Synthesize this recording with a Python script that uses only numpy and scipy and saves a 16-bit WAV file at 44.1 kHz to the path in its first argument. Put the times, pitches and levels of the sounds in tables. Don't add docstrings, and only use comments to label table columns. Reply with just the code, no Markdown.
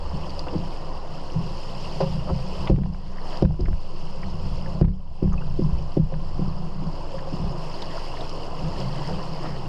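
import sys
import numpy as np
from scipy import signal
from scipy.fft import rfft, irfft, next_fast_len
from scipy.io import wavfile
from scipy.ndimage import uniform_filter1d, minimum_filter1d

SR = 44100
rng = np.random.default_rng(int(sys.argv[2]) if len(sys.argv) > 2 else 0)


def waveform_to_disk(signal):
    frames = np.transpose(np.atleast_2d(signal))
    scaled = np.clip(frames, -1, 1) * 32767
    samples = np.round(scaled).astype(np.int16)
    wavfile.write(sys.argv[1], SR, samples)


N = 426888
TIME = np.arange(N) / SR


def amp(db):
    return 10 ** (np.asarray(db) / 20)


def unit(x):
    return x / np.sqrt(np.mean(x ** 2) + 1e-20)


def peaked(x):
    return x / (abs(x).max() + 1e-20)


def follow(rows, axis):
    columns = np.transpose(rows)
    return amp(np.interp(TIME, columns[0], columns[axis]))


def colour(x, points):
    size = next_fast_len(len(x) + 4096)
    octave = np.log2(np.fft.rfftfreq(size, 1 / SR) + 1)
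    hz, db = np.transpose(points)
    outside = abs(octave - np.clip(octave, np.log2(hz[0]), np.log2(hz[-1])))
    gain = amp(np.interp(octave, np.log2(hz), db) - 20 * outside)
    return irfft(rfft(x, size) * gain, size)[:len(x)]


def drift(per_s):
    hz = np.fft.rfftfreq(N // 64, 64 / SR)
    slow = irfft(rfft(rng.standard_normal(N // 64)) / (1 + (hz / per_s) ** 2))
    return unit(np.interp(TIME, np.linspace(0, TIME[-1], len(slow)), slow))


def add(mix, s, sound):
    part = mix[max(round(s * SR), 0):][:len(sound)]
    part += sound[:len(part)]


def swell(t, rise_s):
    return t / rise_s * np.exp(1 - t / rise_s)


def patchy(patch_db, size):
    z = signal.stft(rng.standard_normal(N), nperseg=512)[2]
    field = uniform_filter1d(rng.standard_normal(z.shape), size[0], axis=0)
    field = uniform_filter1d(field, size[1], axis=1)
    return unit(signal.istft(z * amp(patch_db * unit(field)), nperseg=512)[1][:N])


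def bubble(hz, cycles, rise):
    age = np.arange(int(5 * cycles * SR / hz) + 2) * hz / (SR * cycles)
    tone = np.sin(2 * np.pi * cycles * age * (1 + rise * age))
    return tone * np.exp(-age) * (1 - np.exp(-10 * age))


def bubbles(low_hz, high_hz, per_s, cycles, spread_db, count):
    out = np.zeros(N)
    for hz in np.linspace(low_hz, high_hz, count):
        blip = bubble(hz, cycles, 0.018)
        births = rng.random((4000, 2))[:int(per_s * TIME[-1] / count)]
        level_db = spread_db * np.minimum(-np.log(births[:, 1] + 1e-9), 4.5)
        sizes = amp(level_db) / np.linalg.norm(blip)
        places = (births[:, :1] * N).astype(int) + np.arange(len(blip))
        out += np.bincount(places.ravel(), (sizes[:, None] * blip).ravel(), N)[:N]
    return unit(out)


# f/Hz, level/dB, t60/s
HULL_MODES = [(131.8, -1, 0.72), (157.2, 8, 0.28), (187, 0.5, 0.64), (280, -30, 0.11), (298.7, -10, 0.16),
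              (324.2, -3, 0.11), (357.4, 2, 0.079), (404, -7.5, 0.028), (475, -18.5, 0.029),
              (519, -6, 0.11), (636, -14, 0.092), (771, -11, 0.041), (920, -16.5, 0.039)]


def ring(modes, bright_hz, width):
    t = np.arange(SR // 2) / SR
    out = np.zeros(len(t))
    for hz, db, t60 in modes:
        share = 1 / (1 + (np.log2(hz / bright_hz) / width) ** 2)
        build = 1 - np.exp(-t * hz / 1.2)
        out += share * build * amp(db - 60 * t / t60) * np.sin(2 * np.pi * hz * t)
    return out


def crack(t):
    spectrum = [(300, -3.5), (700, 8), (1300, -9.0), (2000, -16.5),
                (2900, -11.5), (3700, -20.5), (5000, -12.0), (7000, -37.0)]
    grit = unit(colour(rng.standard_normal(len(t)), spectrum))
    return grit * np.exp(-t / 0.021) * (1 - np.exp(-t / 0.00097))


# t/s, churn level/dB, spray level/dB
RIVER_LEVELS = [(0, -39.5, -49), (.45, -40, -48), (1.1, -40.5, -50), (1.55, -42, -46.5), (1.92, -39, -43.5),
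                (2.4, -42.5, -49), (2.62, -37.5, -44), (3.15, -43, -50), (3.34, -38, -45.5),
                (4.0, -44.5, -50), (4.7, -41.5, -49.5), (5.5, -44.5, -53), (6.25, -43, -53.5),
                (7.25, -40, -49.5), (7.95, -38.5, -44), (8.45, -38, -46.5), (8.85, -36.5, -43.5),
                (9.68, -39.5, -48)]
# t/s, level/dB
WASH_LEVELS = [(0, -59), (2.9, -61.5), (3.33, -49.5), (3.5, -70), (7.5, -65), (7.95, -50), (8.4, -64),
               (8.75, -55), (9.08, -46.5), (9.3, -59), (9.45, -45), (9.68, -63)]
# f/Hz, level/dB (per Hz)
CHURN_SPECTRUM = [(120, -38.5), (210, -10), (217, -7), (274, -5), (357, -2.5), (399, -3.5), (456, -6.5),
                  (526, -0.5), (606, -4.5), (699, -3.5), (840, -6.5), (999, -3), (1400, -18.5), (2400, -35),
                  (3120, -35.5), (5280, -120)]
SPRAY_SPECTRUM = [(1180, -28), (2000, -6), (2380, -8.5), (2610, 1), (2930, 3), (3750, -10.5), (4370, -0.5),
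                  (5010, 2), (5270, 0.5), (5890, -14), (7000, -27), (9100, -49), (15400, -120)]
SIZZLE_SPECTRUM = [(4500, -36), (6500, 2.5), (7600, 2), (8300, -1.5), (9600, -2.5), (10300, -9.5),
                   (11500, -12), (12700, -9), (14000, -25)]
CHURN_TRIM_DB, SPRAY_TRIM_DB = 1.0, -1.0


def river():
    gurgle = bubbles(287.4, 2357, per_s=500, cycles=7.8, spread_db=2.5, count=40)
    body = patchy(patch_db=-0.2, size=(5, 8)) + amp(-13.0) * gurgle
    churn = unit(colour(body, CHURN_SPECTRUM)) * amp(0.38 * drift(5.7))
    foam = bubbles(2120, 13130, per_s=2200, cycles=6.5, spread_db=3.5, count=40)
    fizz = (patchy(patch_db=0.7, size=(12, 6)) + amp(-5.0) * foam) * amp(1.0 * drift(7.2))
    spray = unit(colour(fizz, SPRAY_SPECTRUM)) + amp(-18.0) * unit(colour(fizz, SIZZLE_SPECTRUM))
    wash_spectrum = [(1100, 7.0), (1500, 0.0), (1900, 5.0), (2400, -10.0), (3200, -12.0)]
    wash = unit(colour(patchy(patch_db=3.0, size=(10, 4)), wash_spectrum))
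    out = amp(CHURN_TRIM_DB) * churn * follow(RIVER_LEVELS, axis=1)
    out += amp(SPRAY_TRIM_DB) * spray * follow(RIVER_LEVELS, axis=2)
    return out + wash * follow(WASH_LEVELS, axis=1)


# t/s, hull drumming level/dB, wind level/dB
BUFFET_LEVELS = [(0, -35, -34), (.65, -40.5, -42), (1.0, -37.5, -45), (1.75, -39, -46.5),
                 (2.15, -26.5, -33.5), (2.45, -35.5, -39.5), (2.9, -29, -30), (3.2, -37.5, -44.5),
                 (4.05, -39.5, -45.5), (4.4, -28, -32.5), (4.75, -29.5, -35), (5.4, -35, -34.5),
                 (6.65, -32, -41), (7.05, -38, -41), (7.45, -35.5, -47.5), (8.4, -41.5, -45),
                 (8.9, -32, -45), (9.68, -31.5, -45)]
DRUMMING_TRIM_DB, WIND_TRIM_DB = -2.5, 3.5


def drumming():
    boom = signal.oaconvolve(rng.standard_normal(N), ring(HULL_MODES[:3], 120, width=0.97))[:N]
    swells = follow(BUFFET_LEVELS, axis=1) * amp(1.6 * drift(3.6))
    return amp(DRUMMING_TRIM_DB) * unit(boom) * swells


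# f/Hz, level/dB (per Hz)
WIND_SPECTRUM = [(10, -14), (22, 2), (32, -7.5), (45, -3.5), (70, -2), (90, -3.5), (110, -32), (220, -28.5),
                 (500, -36.5)]
SWAY_HZ, SWAY_DB = 15, -27.5
KICK_DB, KICK_DECAY_S = -24.5, 0.32


def wind():
    rumble = unit(colour(rng.standard_normal(N), WIND_SPECTRUM))
    shudder = np.sin(2 * np.pi * np.cumsum(SWAY_HZ + 2.46 * drift(3.43)) / SR)
    kicks = np.zeros(N)
    for s, peak_db, *_ in SLAMS:
        onset = np.clip((TIME - s) * SWAY_HZ, 0, 1)
        kicks += amp(peak_db) * np.exp(-abs(TIME - s) / KICK_DECAY_S) * onset
    sway = unit(shudder) * (amp(SWAY_DB) + amp(KICK_DB) * kicks)
    return amp(WIND_TRIM_DB) * rumble * follow(BUFFET_LEVELS, axis=2) + sway


# t/s, peak level/dB, rise/s
GUST_EVENTS = [(3.655, -4.5, 0.034), (4.46, -27, 0.01)]
# f/Hz, level/dB (per Hz)
GUST_SPECTRUM = [(14, 1), (30, -13), (50, -11), (80, -29), (130, -38)]


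def gust(peak_db, rise_s):
    t = np.arange(SR // 2) / SR
    return amp(peak_db) * peaked(colour(rng.standard_normal(len(t)), GUST_SPECTRUM) * swell(t, rise_s))


# t/s, peak level/dB, f/Hz, bubble level/dB re spatter, decay/cycles
DROP_EVENTS = [(.294, -33, 4650, 12, 9), (.303, -33.5, 4600, 8, 8), (.392, -22.5, 4750, 10, 9),
               (.483, -32.5, 2800, 4, 7), (2.673, -25, 2570, -8, 8), (3.183, -34, 1920, -9, 6),
               (3.371, -31, 4850, 12, 10), (3.607, -25.5, 5000, 13, 10), (3.656, -25.5, 1970, -8, 6),
               (4.232, -32.5, 1840, -2, 7), (4.659, -38, 1700, 2, 7.9), (5.329, -39.5, 6320, 10, 12),
               (5.378, -33.5, 2580, 15, 19), (5.411, -41, 2800, 10, 18), (7.82, -27, 3930, -16, 10),
               (8.168, -34, 1930, -11, 10), (8.208, -30.5, 3580, -7, 8.9), (8.293, -29, 5000, -7, 10)]


def drop(peak_db, hz, ring_db, cycles=9.8):
    t = np.arange(SR // 10) / SR
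    spectrum = [(hz / 2, -14), (hz, 0), (hz * 1.16, -7), (hz * 2, -28)]
    splash = colour(rng.standard_normal(len(t)), spectrum)
    sound = peaked(splash * np.exp(-t / .0045) * (1 - np.exp(-t / .001)))
    add(sound, .001, amp(ring_db) * bubble(hz, cycles, 0.0013))
    return amp(peak_db) * peaked(sound)


DROP_SPREAD_DB, DROP_SPREAD_OCTAVES = 3, 0.46


def shower(start_s, length_s, peak_db, hz, ring_db, fade_db, count):
    out = np.zeros(N)
    for k, (late, size, pitch) in enumerate(rng.random((count, 3))):
        age = (k + late) / count
        level_db = peak_db + fade_db * age + DROP_SPREAD_DB * (2 * size - 1)
        drop_hz = hz * 2 ** (DROP_SPREAD_OCTAVES * (2 * pitch - 1))
        add(out, start_s + length_s * age, drop(level_db, drop_hz, ring_db))
    return out


PATTER_HZ, PATTER_DB, PATTER_RING_DB = 4280, -52, -3
SHOWER_HZ, SHOWER_DB, SHOWER_S, SHOWER_RING_DB = 1780, -48, .3, -22


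def spatter():
    out = shower(0, TIME[-1], PATTER_DB, PATTER_HZ, PATTER_RING_DB, fade_db=-13, count=12)
    for s, peak_db, *_ in SLAMS:
        out += shower(s, SHOWER_S, peak_db + SHOWER_DB, SHOWER_HZ, SHOWER_RING_DB, fade_db=-28.0, count=7)
    return out


# t/s, peak level/dB, centre f/Hz, span of bubble starts/s
GULP_EVENTS = [(2.668, -29, 983, 0.013), (5.319, -30, 960, .016), (5.334, -27.5, 1020, 0.0092),
               (5.408, -32.5, 1050, 0.016), (5.478, -37, 728, 0.0091), (7.183, -37.5, 1430, 0.014),
               (7.940, -28, 705, 0.035), (7.970, -30, 1070, .015), (8.130, -31, 720, 0.0132),
               (8.183, -27, 550, 0.044), (8.345, -32, 400, 0.017), (8.760, -31, 406, 0.043)]
GULP_OCTAVES, GULP_CYCLES, GULP_SPREAD_DB = 0.36, 2, 5.5


def gulp(peak_db, hz, length_s, count=7):
    sound = np.zeros(SR // 5)
    for k, (late, size, pitch) in enumerate(rng.random((count, 3))):
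        blip = bubble(hz * 2 ** (GULP_OCTAVES * (2 * pitch - 1)), GULP_CYCLES, 0.038)
        add(sound, length_s * (k + late) / count, amp(-GULP_SPREAD_DB * size) * blip)
    return amp(peak_db) * peaked(sound)


def surge(peak_db, bright_hz, decay_s):
    age = np.arange(SR // 3) / (SR * decay_s)
    push = np.exp(-age) * (1 - np.exp(-3 * age))
    water = rng.standard_normal(len(age))
    boom = unit(signal.fftconvolve(water * push, ring(HULL_MODES, bright_hz, width=0.42))[:len(age)])
    slosh = unit(colour(water, [(bright_hz / 2, -7), (bright_hz, 0), (bright_hz * 2, -16)]) * push)
    return amp(peak_db) * peaked(boom + amp(-1.5) * slosh)


# t/s, slosh peak level/dB, slosh brightness f/Hz, boom lag/s, boom peak level/dB,
# boom rise/s, rumble level/dB
SLAP_EVENTS = [(.1, -51, 600, .022, -22.5, .019, -48), (.465, -25.5, 760, .022, -40, .028, -52),
               (.526, -19.5, 384, .022, -20.5, 0.016, -30.5), (1.315, -32, 332, .026, -15, .022, -33),
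               (6.812, -28.5, 322, .036, -20.5, 0.013, -41), (7.322, -24.5, 340, .002, -19.5, .008, -36),
               (8.612, -34, 302, 0.0076, -28.5, 0.025, -30.5), (9.082, -25.5, 700, .022, -40, 0.015, -36),
               (9.435, -22, 680, .022, -25, 0.027, -43)]
# f/Hz, level/dB (per Hz)
RUMBLE_SPECTRUM = [(30, -1), (55, -8.5), (85, 1.5), (115, -19), (190, -7), (240, -17), (350, -26),
                   (600, -36)]
SLOSH_S, BOOM_HZ, RUMBLE_RISE_S = 0.017, 152, 0.046


def slap(slosh_db, bright_hz, lag_s, boom_db, boom_rise_s, rumble_db):
    t = np.arange(SR // 2) / SR
    weight = rng.standard_normal(len(t)) * swell(t, boom_rise_s)
    body = ring(HULL_MODES[:3], BOOM_HZ, width=0.23) * np.exp(-t / 0.028)
    boom = signal.fftconvolve(weight, body)[:len(t)]
    rumble = unit(colour(rng.standard_normal(len(t)), RUMBLE_SPECTRUM)) * swell(t, RUMBLE_RISE_S)
    sound = np.zeros(len(t))
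    add(sound, 0, surge(slosh_db, bright_hz, SLOSH_S))
    add(sound, lag_s, amp(boom_db) * peaked(boom) + amp(rumble_db) * rumble)
    return sound


# t/s, peak level/dB, brightness f/Hz
CLACK_EVENTS = [(2.760, -24, 1960), (2.785, -20.5, 1150), (2.834, -27, 1800), (2.858, -20, 795),
                (2.946, -27, 1200), (3.450, -18, 1400), (3.507, -18, 700), (3.543, -23, 700),
                (3.683, -22, 850), (3.729, -29, 1410), (4.826, -21, 1600), (4.843, -16, 1050),
                (4.850, -26, 2300), (4.881, -25, 1400), (5.275, -26, 680), (6.139, -29, 1500)]
CLACK_DECAY_S, CLACK_RING_DB = 0.0036, -1.5


def clack(peak_db, bright_hz):
    wood = ring(POLE_MODES, bright_hz, width=1.0)
    t = np.arange(len(wood)) / SR
    spectrum = [(bright_hz / 2, -5), (bright_hz, 0), (bright_hz * 2, -12), (bright_hz * 4, -29)]
    click = colour(rng.standard_normal(len(t)), spectrum)
    click *= np.exp(-t / CLACK_DECAY_S) * (1 - np.exp(-t / 0.0004))
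    damped_wood = peaked(wood * np.exp(-t / 0.0055))
    return amp(peak_db) * peaked(peaked(click) + amp(CLACK_RING_DB) * damped_wood)


# t/s, peak level/dB, brightness f/Hz, length/s
SCRAPE_EVENTS = [(2.268, -20.5, 660, .046), (2.356, -32, 800, .045), (4.645, -31, 540, 0.031),
                 (7.2, -31, 530, 0.052), (7.345, -32, 527, 0.042)]
SLIP_SPREAD_DB, SCRAPE_OCTAVES, SCRAPE_GRIT_DB = 16.5, 0.33, 5


def scrape(peak_db, bright_hz, length_s, count=8):
    wood = ring(POLE_MODES, bright_hz, SCRAPE_OCTAVES)
    t = np.arange(len(wood)) / SR
    sound = np.zeros(len(t))
    for k, (late, size) in enumerate(rng.random((count, 2))):
        rasp = colour(rng.standard_normal(len(t)), [(270, -6), (600, -6), (1150, -6), (1500, -23)])
        rasp = rasp * swell(t, 0.004)
        slip = peaked(signal.fftconvolve(rasp, wood)[:len(t)]) + amp(SCRAPE_GRIT_DB) * peaked(rasp)
        add(sound, length_s * (k + late / 2) / count, amp(-SLIP_SPREAD_DB * size) * slip)
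    return amp(peak_db) * peaked(sound)


# t/s, ring peak level/dB before damping, brightness f/Hz, ring width/octaves,
# crack level/dB re ring, bounce level/dB re ring, grip damping/s
KNOCK_EVENTS = [(2.004, -13.5, 675, 0.47, -10, -12, 0.18), (6.122, -20.5, 560, .35, -19, -12, 0.013),
                (7.141, -25, 544, 0.1, -26, -30, 0.033), (7.272, -28, 563, .2, -13, -20, 0.025)]
# f/Hz, level/dB, t60/s
POLE_MODES = [(389, 9, 0.16), (542, 4, 0.29), (625, 5.5, 0.045), (690, 3, 0.027), (718, -3, 0.081),
              (1015, 1, 0.12), (1200, -14.5, 0.18)]
BOUNCE_S, BOUNCE_HZ, BOUNCE_OCTAVES = 0.0226, 520, 0.53
POLE_HULL_DB, POLE_HULL_RISE_S = -5, 0.059


def knock(peak_db, bright_hz, width, crack_db, bounce_db, damp_s):
    wood = peaked(ring(POLE_MODES, bright_hz, width))
    t = np.arange(len(wood)) / SR
    sound = wood + amp(crack_db) * crack(t)
    add(sound, BOUNCE_S, amp(bounce_db) * peaked(ring(POLE_MODES, BOUNCE_HZ, BOUNCE_OCTAVES)))
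    hull = peaked(ring(HULL_MODES[:3], 168, width=0.11) * swell(t, POLE_HULL_RISE_S))
    return amp(peak_db) * (sound * np.exp(-t / damp_s) + amp(POLE_HULL_DB) * hull)


GIVE_S = 0.0013


def blow(peak_db, bright_hz, width, thud_db, crack_db, damp_s):
    boom = ring(HULL_MODES, bright_hz, width)
    t = np.arange(len(boom)) / SR
    boom = peaked(boom * (1 - np.exp(-t / GIVE_S)) * np.exp(-t / damp_s))
    flex = np.sin(2 * np.pi * 70 * t) * np.exp(-t / .028)
    spectrum = [(35, 17.5), (80, 13.0), (200, -18.0), (400, -14.0), (700, -32.5), (1200, -40.5)]
    rattle = unit(colour(rng.standard_normal(len(t)), spectrum)) * np.exp(-t / 0.041)
    thud = (flex + amp(9.5) * rattle) * (1 - np.exp(-t / 0.0094))
    return amp(peak_db) * (boom + amp(thud_db) * thud + amp(crack_db) * crack(t))


# t/s, ring peak level/dB, brightness f/Hz, thud level/dB re ring
REBOUND_EVENTS = [(1.425, -26, 140, -13), (1.485, -35, 150, -4), (2.300, -23.5, 173, -4),
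                  (2.331, -20.5, 140, -17), (2.738, -4, 169, -16), (2.779, -5.5, 238, -8.5),
                  (2.814, -7, 182, -21), (2.868, -16, 181, -8), (3.449, -18, 200, -19),
                  (3.469, -13, 170, -16), (3.494, -10, 166, -5), (3.622, -16.5, 171, -1),
                  (3.682, -15.5, 260, -6.5), (3.712, -25, 168, -11), (4.843, -4.5, 190, -4),
                  (4.875, -10.5, 210, -2), (5.250, -17, 165, -16), (5.275, -19, 191, -3),
                  (5.320, -28, 149, 2), (5.619, -11.5, 161, -28), (5.659, -21.5, 200, -7),
                  (5.722, -27, 140, -1), (5.775, -29.5, 140, -3), (5.994, -11, 160, -14),
                  (6.135, -23.5, 165, -16), (6.19, -29, 165, -14), (6.425, -29, 160, -9),
                  (6.474, -27.5, 270, -8), (7.395, -21.5, 165, -16), (7.436, -23, 157, -14),
                  (7.472, -25, 160, -8)]
REBOUND_OCTAVES, REBOUND_CRACK_DB, REBOUND_DAMP_S = 0.42, -35, 0.079


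def rebound(peak_db, bright_hz, thud_db):
    return blow(peak_db, bright_hz, REBOUND_OCTAVES, thud_db, REBOUND_CRACK_DB, REBOUND_DAMP_S)


# t/s, ring peak level/dB, brightness f/Hz, ring width/octaves, thud level/dB re ring,
# crack level/dB re ring, second contact lag/s, second contact level/dB re first, water damping/s
SLAMS = [(2.698, 5, 340, 1.6, -13, -30, 0.0093, -7.5, 0.3),
         (3.423, 7, 557, 2.8, -16.5, -31.5, .0095, -13, 0.075),
         (3.591, -9.5, 338, 0.87, -11.5, -27, .0085, -1, 0.062),
         (4.813, 10, 180, 1.2, -16, -40, .0062, -4, 0.024),
         (5.223, -3.5, 270, .9, -16, -31, .016, -11, 0.067),
         (5.590, -10.5, 316, 0.69, -22.5, -41, .015, -17.5, 0.15),
         (5.969, 0.5, 344, 1.3, -20.5, -37, .00695, -12, 0.049),
         (6.390, -14.5, 247, 1.2, -17, -33, 0.0065, -9, .25)]


def slam(peak_db, bright_hz, width, thud_db, crack_db, lag_s, second_db, damp_s):
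    sound = blow(peak_db, bright_hz, width, thud_db, crack_db, damp_s)
    add(sound, lag_s, blow(peak_db + second_db, bright_hz, width, thud_db, crack_db, damp_s))
    return sound


def scene():
    mix = river() + drumming() + wind() + spatter()
    events = ((GUST_EVENTS, gust), (DROP_EVENTS, drop), (GULP_EVENTS, gulp), (SLAP_EVENTS, slap),
              (CLACK_EVENTS, clack), (SCRAPE_EVENTS, scrape), (KNOCK_EVENTS, knock),
              (REBOUND_EVENTS, rebound), (SLAMS, slam))
    for table, source in events:
        for s, *columns in table:
            add(mix, s, source(*columns))
    return mix[None]


EDGE_HZ = 14300


def record(dry):
    ceiling_db, recovery_db_per_s = -6.3, 27
    over_db = np.maximum(20 * np.log10(abs(dry[0]) + 1e-9) - ceiling_db, 0)
    recovery_db = recovery_db_per_s * TIME
    held_db = np.maximum.accumulate(over_db + recovery_db) - recovery_db
    gain = uniform_filter1d(minimum_filter1d(amp(-held_db), size=130), size=130)
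    lowpass = signal.firwin(301, EDGE_HZ, window=("kaiser", 9), fs=SR)
    return signal.oaconvolve(dry * gain, lowpass[None], "same")


dry = scene()
out = record(dry)
waveform_to_disk(out)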